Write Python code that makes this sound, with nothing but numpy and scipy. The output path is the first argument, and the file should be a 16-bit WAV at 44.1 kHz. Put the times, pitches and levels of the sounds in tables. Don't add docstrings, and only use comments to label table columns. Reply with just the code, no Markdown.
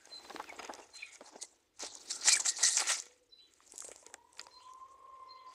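import sys
import numpy as np
from scipy import signal
from scipy.fft import rfft, irfft, next_fast_len
from scipy.io import wavfile

SR = 44100
rng = np.random.default_rng(int(sys.argv[2]) if len(sys.argv) > 2 else 0)


def wrap_up_sound(samples):
    columns = np.atleast_2d(samples).T
    tamed = np.clip(columns, -1, 1)
    steps = np.round(tamed * 32767).astype(np.int16)
    wavfile.write(sys.argv[1], SR, steps)


N = 244306

# time in seconds, then rustle, wire, thud and dryness in dB.
FIDGET = [(0, -70.5, -71, -72.5, 5), (.12, -62.5, -68.5, -61, -9), (.59, -68.5, -61, -60, -10),
          (.8, -65.5, -65, -50, 3), (.92, -72, -76.5, -66, -3), (1.0, -73, -62, -72.5, 21),
          (1.33, -68.5, -74, -62, -16), (1.5, -68, -82, -75, -5), (1.72, -94, -90, -87, 0),
          (1.78, -69.5, -75, -76, -8), (1.9, -58.5, -72, -54, -31), (2.05, -60, -75, -69.5, -9),
          (2.4, -50.5, -60, -53, -3), (2.57, -46.5, -64, -65, -9), (2.72, -35, -55, -56.5, -2),
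          (2.87, -55, -45.5, -51, -6), (2.96, -44, -54.5, -63, -4), (3.13, -71.5, -74.5, -78, -9),
          (3.33, -93.5, -100, -100, 8.5), (3.5, -77.5, -77, -86.5, -4.5), (3.82, -63, -72, -64.5, 23),
          (4.0, -74, -73.5, -68.5, 19), (4.26, -86, -92.5, -84.5, 7), (4.4, -66, -76, -67.5, -1),
          (4.6, -73, -77.5, -80, -1.5), (4.95, -83.5, -81, -73.5, 4.5), (5.45, -86.5, -76, -76.5, -2),
          (5.54, -65.5, -67.5, -63.5, 2)]
# end of build-up, build-up length and hold in seconds,
# then rustle, wire, thud and dryness in dB.
WINGBEATS = [(0.942, .012, 0.027, -60, -63, -67, 15), (1.137, .03, 0.021, -60.5, -62, -67, 0),
             (1.255, .05, 0.031, -62.5, -69, -58, 1), (1.416, .015, 0.013, -43.5, -79, -67, -3.5),
             (1.807, .025, 0.06, -45.5, -54.5, -55, -12.5), (2.106, .03, .004, -36.5, -53.5, -62, -7),
             (2.148, .04, 0.0061, -46, -74, -78, 1), (2.287, .075, 0.0066, -21.5, -34.5, -40.5, -15.5),
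             (2.326, .02, 0.0044, -26.5, -38.5, -47.5, 1), (2.354, .015, 0.003, -38, -40, -63, 26),
             (2.398, .012, 0.0045, -37.5, -56, -47.5, -4), (2.456, .015, 0.0074, -27.5, -40, -48, 1.5),
             (2.483, .012, 0.011, -30.5, -53.5, -67, -6), (2.587, .01, 0.024, -55, -50, -47.5, -11),
             (2.606, .012, 0.014, -36.5, -55, -45.5, -8.5), (2.635, .014, 0.0043, -18, -38, -49.5, -6),
             (2.666, .04, 0.029, -30, -45.5, -73, -10), (2.77, .008, 0.0063, -28, -39.5, -45.5, 0),
             (2.801, .05, .022, -31, -39, -42, -3.5), (2.894, 0.04, 0.028, -26, -33.5, -46.5, -7),
             (2.972, .012, 0.0087, -46, -59, -59, 2)]
# peak time in seconds, then thud, wire and hardness in dB.
RAKES = [(.12, -68, -79, -15), (0.249, -49, -56.5, -10), (0.307, -43, -53.5, -9), (0.356, -47, -57, -18),
         (0.402, -41.5, -68, 3), (0.491, -51.5, -63, 17), (0.536, -47.5, -62, -15), (.598, -41, -45, -18),
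         (.628, -41, -55, -15), (0.649, -36.5, -43.5, -16), (0.697, -35, -54, -15), (.8, -63, -71, -19),
         (1.22, -44.5, -72, -24), (1.362, -56, -64, -29), (1.436, -50.5, -73, -22.5),
         (1.837, -38.5, -46, -24), (3.919, -56.5, -57, -23), (4.069, -69, -60, -23.5),
         (4.143, -47, -71, -16), (4.401, -53, -50, -24)]


def amp(db):
    return 10 ** (np.asarray(db) / 20)


def rms_one(x):
    return x / np.sqrt(np.mean(x ** 2) + 1e-20)


def in_time(rows):
    s, *columns = np.transpose(rows)
    return [np.interp(np.arange(N) / SR, s, c) for c in columns]


def drift(rate_hz):
    r = np.exp(-2 * np.pi * rate_hz / SR)
    return rms_one(signal.lfilter([1], [1, -2 * r, r * r], rng.standard_normal(N + SR))[SR:])


def coloured(x, spectrum):
    size = next_fast_len(N)
    hz, db = np.transpose(spectrum)
    bins_hz = np.maximum(np.arange(size // 2 + 1) * SR / size, 1)
    shape_db = np.interp(np.log(bins_hz), np.log(hz), db, left=-90, right=-90)
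    return rms_one(irfft(rfft(x, size) * amp(shape_db), size)[:N])


def resonance(x, hz, width_hz):
    r = np.exp(-np.pi * width_hz / SR)
    feedback = [1, -2 * r * np.cos(2 * np.pi * hz / SR), r * r]
    return signal.lfilter([(1 - r * r) / 2, 0, (r * r - 1) / 2], feedback, x)


def butter(x, order, hz, kind):
    return signal.sosfilt(signal.butter(order, hz, kind, fs=SR, output="sos"), x)


def tilted(x, split_hz, tilt_db):
    low, high = butter(x, 4, split_hz, "low"), butter(x, 4, split_hz, "high")
    return low * amp(-tilt_db / 2) + high * amp(tilt_db / 2)


def grains(per_s, spread_db, clump_db):
    born = rng.random(N) < per_s / SR
    sizes = amp(spread_db * np.minimum(rng.exponential(1, N), 4)) * rng.choice([-1, 1], N)
    return born * sizes * amp(clump_db * drift(33))


def tone(track, ratio=1, rough_db=0, rough_hz=0, jitter=0, phase_rad=0):
    hz, db = in_time(track)
    t = np.arange(N) / SR
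    gate = np.clip(np.minimum(t - track[0][0], track[-1][0] - t) / 0.01, 0, 1)
    if jitter:
        hz = hz * (1 + jitter * drift(rough_hz))
        db = db + rough_db * drift(rough_hz)
    return np.sqrt(2) * gate * amp(db) * np.sin(2 * np.pi * np.cumsum(ratio * hz) / SR + phase_rad)


def noise_band(track, spread_hz, ratio=1):
    quadrature = [tone(track, ratio, phase_rad=phase) for phase in (0, np.pi / 2)]
    return sum(part * drift(spread_hz) for part in quadrature) / np.sqrt(2)


def held(notes):
    return [[(s, hz, start_db), (s + length_s, hz, end_db)]
            for s, length_s, hz, start_db, end_db in notes]


def blows(rows, t60_s, q, rise_cycles):
    size = 4096
    out, t = np.zeros(N + size), np.arange(size) / SR
    for s, db, hz in rows:
        puff = rng.standard_normal(size) * amp(-60 * t / t60_s) * np.minimum(t * hz / rise_cycles, 1)
        ring = resonance(puff, hz, hz / q)
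        start = round(s * SR)
        out[start:start + size] += amp(db) * ring / np.abs(ring).max()
    return out[:N]


def strokes(peak_s, build_up_s, hold_s, fall_db_per_s):
    t = np.arange(0, N + 32, 32)[:, None] / SR - peak_s
    rise_db = 30 * np.minimum(t, 0) / np.maximum(build_up_s, 1 / SR)
    return amp(rise_db - fall_db_per_s * np.maximum(t - hold_s, 0)).T


def layered(floor_db, floor_tilt_db, *moves):
    power = amp(floor_db) ** 2
    tilt = power * floor_tilt_db
    for shapes, db, tilt_db in moves:
        for total, weight in ((power, amp(db) ** 2), (tilt, amp(db) ** 2 * tilt_db)):
            total += np.interp(np.arange(N) / 32, np.arange(shapes.shape[1]), weight @ shapes ** 2)
    return np.sqrt(power), tilt / power


def yard_and_air():
    # frequency in Hz, relative density in dB.
    hum_spectrum = [(100, -45.5), (170, -16), (312, 1), (484, -2), (631, -10.5), (906, -10), (1330, -12.5),
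                    (3180, -13), (3840, -13), (7200, -24), (16000, -26.5)]
    air_spectrum = [(13, -23.5), (22, -1), (27, -7.5), (49, 6.5), (103, 4), (162, -13.5), (180, -10),
                    (230, -35), (400, -120)]
    # time in seconds, air level in dB, hum swell in dB.
    levels = [(0, -88, 3.5), (.37, -76, 22), (.63, -77, 10.5), (.97, -83.5, 1), (1.59, -91, 3),
              (1.85, -76, -2), (2.04, -87, 16), (2.3, -76, 19), (2.68, -88, 6), (3.25, -87.5, 0),
              (3.8, -84, 5), (3.89, -72, 9), (3.98, -83.5, 4), (5.2, -84, 0), (5.54, -89.5, 1)]
    air_db, swell_db = in_time(levels)
    hum = amp(-79 + swell_db) * coloured(rng.standard_normal(N), hum_spectrum)
    return hum + amp(air_db) * coloured(rng.standard_normal(N), air_spectrum)


def echoes(x, t60_s):
    t = np.arange(SR // 2) / SR
    response = rng.standard_normal(len(t)) * amp(-60 * t / t60_s) * (t > 0.003)
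    return signal.fftconvolve(x, response / np.sqrt(np.sum(response ** 2)))[:N]


def whistle(start_s, hz, db, length_s):
    onset_s, fade_s, sag_hz_per_s = 0.025, 0.12, 250
    shape = [(0, -18), (onset_s, 0), (length_s, 0), (length_s + fade_s, -18)]
    track = [(start_s + t, hz - sag_hz_per_s * t, db + offset_db) for t, offset_db in shape]
    return noise_band(track, spread_hz=25)


def wild_birds():
    # start in seconds, pitch in Hz, level in dB, seconds until the fade.
    whistles = [(0.098, 4104, -52, 0.067), (0.917, 4140, -55, 0.058), (3.3, 4017, -59, 0.091),
                (4.503, 4144, -60.5, 0.056), (5.276, 4170, -59, 0.053)]
    # offset in seconds, centre in Hz, relative level in dB.
    falling = [(0, 5570, -3), (.055, 4980, -13), (.125, 4600, -2)]
    rising = [(.09, 2690, -3), (0.142, 3305, 0), (.22, 3100, -11)]
    # start in seconds, level in dB.
    repeats = [(3.29, -69.5), (4.501, -67), (5.261, -73.5)]
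    # start and length in seconds, centre in Hz, start and end level in dB.
    singles = [(.97, 0.18, 3380, -62, -75), (1.0, 0.11, 3730, -59, -74), (5.46, 0.066, 4700, -67.5, -69.5)]
    pairs = [[(s + t, hz, db + offset_db) for t, hz, offset_db in chirp]
             for s, db in repeats for chirp in (falling, rising)]
    song = sum(whistle(*row) for row in whistles)
    song += sum(noise_band(track, spread_hz=290) for track in pairs + held(singles))
    return song + amp(-9) * echoes(song, t60_s=0.17)


def chicks():
    # time in seconds, pitch in Hz, level in dB.
    tracks = [
        [(.46, 2780, -62), (.481, 2570, -54), (.505, 2175, -41.5), (.52, 2100, -85)],
        [(.81, 2820, -75), (.824, 2730, -64), (.85, 2650, -73)],
        [(.98, 2480, -49), (1.0, 2690, -68), (1.03, 2505, -46), (1.064, 2390, -59), (1.08, 2280, -86)],
        [(2.29, 2407, -42), (2.34, 2400, -34), (2.36, 2173, -47), (2.372, 1710, -36.5), (2.383, 1430, -73)],
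    ]
    peeps = sum(tone(track, rough_db=4, rough_hz=120, jitter=0.022) for track in tracks)
    return peeps + amp(-14.5) * echoes(peeps, t60_s=0.2)


def squawks_and_croon():
    # start and length in seconds, strongest partial in Hz, start and end level in dB.
    notes = [(0, 0.084, 1592, -68.5, -68), (1.05, .13, 2200, -60, -62.5), (1.39, 0.065, 2040, -68, -59),
             (2.11, 0.16, 1400, -65, -56), (2.47, .11, 1910, -49.5, -62.5), (2.62, 0.21, 1920, -37.5, -66)]
    # time in seconds, pitch in Hz, level in dB.
    croon = [(3.02, 488, -70), (3.06, 495, -72), (3.23, 489, -73.5), (3.38, 482, -88.5)]
    squawks = sum(noise_band(track, spread_hz=90) for track in held(notes))
    return squawks + tone(croon, rough_db=3.5, rough_hz=22.7, jitter=0.021)


def long_call():
    # time in seconds, second partial in Hz, levels of partials 2, 4 and 1 in dB.
    call = [(4.029, 971, -67, -89.5, -72.5), (4.12, 944.4, -79, -86, -69.5), (4.2, 946, -72, -88, -76.5),
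            (4.299, 980, -76.5, -91, -91), (4.442, 970, -66, -87.5, -67.5),
            (4.551, 1005, -64.5, -94.5, -76.5), (4.8, 1045, -53.5, -87, -82.5),
            (4.939, 1070, -61.5, -92.5, -72), (5.1, 1057, -55, -84, -70.5), (5.38, 1036, -55, -71.5, -70.5),
            (5.54, 1025, -58, -82.5, -79.5)]
    strong, above, below = (np.array(call)[:, [0, 1, column]] for column in (2, 3, 4))
    s, hz, db = strong.T
    breath_db = -67.5 + 0.45 * (db - db.mean())
    second = tone(strong, rough_db=2.5, rough_hz=25, jitter=0.003)
    rattle_hz = 38 + 6 * drift(8.1)
    throat_rattle = 1 + np.sin(2 * np.pi * np.cumsum(rattle_hz) / SR)
    breath = throat_rattle * noise_band(np.transpose([s, hz, breath_db]), spread_hz=46)
    fourth = tone(above, ratio=2, rough_db=2, rough_hz=48, jitter=0.00483)
    fundamental = noise_band(below, spread_hz=55, ratio=0.5)
    sixth = amp(-33) * noise_band(strong, spread_hz=52, ratio=3)
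    return fundamental + second + breath + fourth + sixth


def snaps_and_knocks():
    # start in seconds, peak in dB before the band-pass, centre in Hz.
    snaps = [(.0551, -40.5, 6300), (.2978, -36.5, 3770), (.362, -36.5, 4120), (.4259, -43, 8300),
             (.4423, -43.5, 4760), (.4935, -39, 7350), (.5312, -48, 3480), (.565, -46, 6690),
             (.629, -39, 7700), (.6494, -34.5, 6760), (.676, -41, 5340), (.737, -29.5, 5830),
             (.751, -36, 6500), (.9682, -47, 4130), (1.1403, -44, 5900), (1.1568, -40.5, 6100),
             (1.4185, -37, 7460), (1.4262, -28, 6100), (1.7943, -33, 6960), (1.8266, -27, 7150),
             (1.8645, -33, 5150), (1.952, -29, 6650), (2.1095, -26, 6940), (2.2179, -47, 6710),
             (2.3224, -14, 6200), (2.355, -18, 6200), (2.399, -25.5, 6900), (2.4593, -30, 4970),
             (2.4818, -35, 8320), (2.586, -39, 5830), (2.611, -35, 6000), (2.6356, -18, 6100),
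             (2.7716, -18, 5650), (2.8867, -38, 5780), (2.969, -36, 6900), (3.0002, -22.5, 6960),
             (3.023, -33, 7200), (3.056, -41, 7250), (3.5373, -47.5, 7430), (3.677, -42.5, 8060),
             (3.7216, -30.5, 8200), (3.7589, -36, 7550), (3.78, -26, 8600), (3.7888, -31, 7650),
             (3.8042, -26, 7300), (3.8084, -39, 7600), (3.8462, -37, 6750), (3.8811, -34, 7140),
             (3.9155, -32.5, 7300), (3.9606, -36, 7500), (4.0647, -33.5, 6650), (4.14, -31, 7480),
             (4.3305, -42, 7440), (4.3526, -49, 6330), (4.369, -51, 4570), (4.3828, -40, 7580),
             (4.3948, -31, 4800), (4.4137, -32, 7040), (4.4393, -45, 7200), (4.4683, -42, 4860),
             (4.7354, -45, 7250)]
    knocks = [(.071, -47, 476), (.115, -48, 605), (.244, -48, 305), (.346, -34, 294), (.361, -30.5, 1040),
              (.398, -35.5, 1200), (.441, -40.5, 1620), (.492, -44, 2220), (.524, -41, 690),
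              (.579, -45, 460), (.592, -35.5, 970), (.63, -37, 2180), (.676, -43, 2100), (.689, -43, 770),
              (.788, -45, 358), (1.208, -39.5, 600), (1.354, -47.5, 249), (1.435, -49, 630),
              (1.795, -49, 865), (1.824, -45, 840), (1.948, -54, 960), (2.113, -38.5, 1390),
              (2.166, -49, 503), (2.222, -44, 1400), (2.285, -14, 1910), (2.396, -33, 625),
              (2.459, -32.5, 1770), (2.585, -44, 856), (2.776, -21.5, 2100), (2.874, -32, 1840),
              (3.065, -48.5, 481), (3.604, -50, 1120), (3.737, -47, 423), (3.821, -43, 1220),
              (3.845, -44, 490), (3.886, -39.5, 453), (3.914, -41.5, 453), (3.958, -49, 547),
              (4.027, -48.5, 642), (4.064, -50, 422), (4.099, -51.5, 500), (4.142, -35, 1720),
              (4.372, -49, 1026), (4.394, -34, 1880), (4.467, -43, 880), (4.604, -52, 1022),
              (4.685, -53.5, 1037)]
    hits = blows(snaps, t60_s=0.0063, q=5.9, rise_cycles=1.2)
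    hits += blows(knocks, t60_s=0.011, q=3, rise_cycles=0.61)
    return butter(hits, 2, [195, 8800], "band")


def litter_thud(hardness_db):
    # frequency in Hz, relative density in dB.
    spectrum = [(88, -48), (150, -34), (296, -7.5), (502, -3), (843, 9.5), (1180, 3), (1290, 0),
                (1700, 0.5), (2210, -49.5), (3740, -120)]
    contacts = coloured(grains(per_s=1800, spread_db=0.97, clump_db=3.2), spectrum)
    return tilted(contacts, split_hz=450, tilt_db=hardness_db)


def wire_scrape():
    # frequency in Hz, width in Hz, relative gain in dB.
    modes = [(1370, 89, 7), (1840, 170, 8.5), (2260, 580, 5.5), (2920, 340, 4), (3450, 480, 1.5),
             (5010, 50, 5.5), (6530, 87, 3)]
    rubbing = grains(per_s=2500, spread_db=3, clump_db=2.5)
    return rms_one(sum((-1) ** k * amp(db) * resonance(rubbing, hz, width_hz)
                       for k, (hz, width_hz, db) in enumerate(modes)))


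def feather_rustle(dryness_db):
    # frequency in Hz, relative density in dB.
    spectrum = [(1530, -51), (2600, -20), (3240, -11.5), (4040, 1.5), (5150, 0.5), (6000, 6), (7710, 8),
                (9470, 0), (10500, -5.5), (16000, -43.5)]
    brushing = coloured(grains(per_s=8000, spread_db=3.5, clump_db=2.5), spectrum)
    patches = sum((amp(4.5 * drift(22)) - 1) * resonance(brushing, hz, hz / 8)
                  for hz in np.geomspace(3300, 9500, 10))
    rustle = tilted(rms_one(brushing + patches), split_hz=5500, tilt_db=dryness_db)
    ticks = butter(grains(per_s=350, spread_db=2.7, clump_db=6.2), 4, [4430, 9000], "band")
    return rustle + amp(-18.5) * rms_one(ticks)


def flock():
    rustle_db, wire_db, thud_db, dry_db = in_time(FIDGET)
    *wing_timing_s, wing_rustle_db, wing_wire_db, wing_thud_db, wing_dry_db = np.transpose(WINGBEATS)
    rake_s, rake_thud_db, rake_wire_db, rake_hard_db = np.transpose(RAKES)
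    wings = strokes(*wing_timing_s, fall_db_per_s=523.5)
    rakes = strokes(rake_s, build_up_s=0.024, hold_s=0, fall_db_per_s=790)
    hard_db = -16 + 0.18 * (rustle_db - rustle_db.mean())
    thud_gain, hardness_db = layered(thud_db, hard_db, (wings, wing_thud_db, 0.5),
                                     (rakes, rake_thud_db, rake_hard_db))
    wire_gain, _ = layered(wire_db, 0, (wings, wing_wire_db, 0), (rakes, rake_wire_db, 0))
    rustle_gain, dryness_db = layered(rustle_db, dry_db, (wings, wing_rustle_db, wing_dry_db))
    return (thud_gain * litter_thud(hardness_db) + wire_gain * wire_scrape()
            + rustle_gain * feather_rustle(dryness_db))


def scene():
    birds = flock() + snaps_and_knocks() + long_call() + squawks_and_croon() + chicks() + wild_birds()
    wall = amp(-29) * echoes(birds, t60_s=0.1)
    return (birds + wall + yard_and_air())[None]


def record(dry):
    return signal.sosfilt(signal.cheby2(14, 60, 16200, fs=SR, output="sos"), dry)


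dry = scene()
out = record(dry)
wrap_up_sound(out)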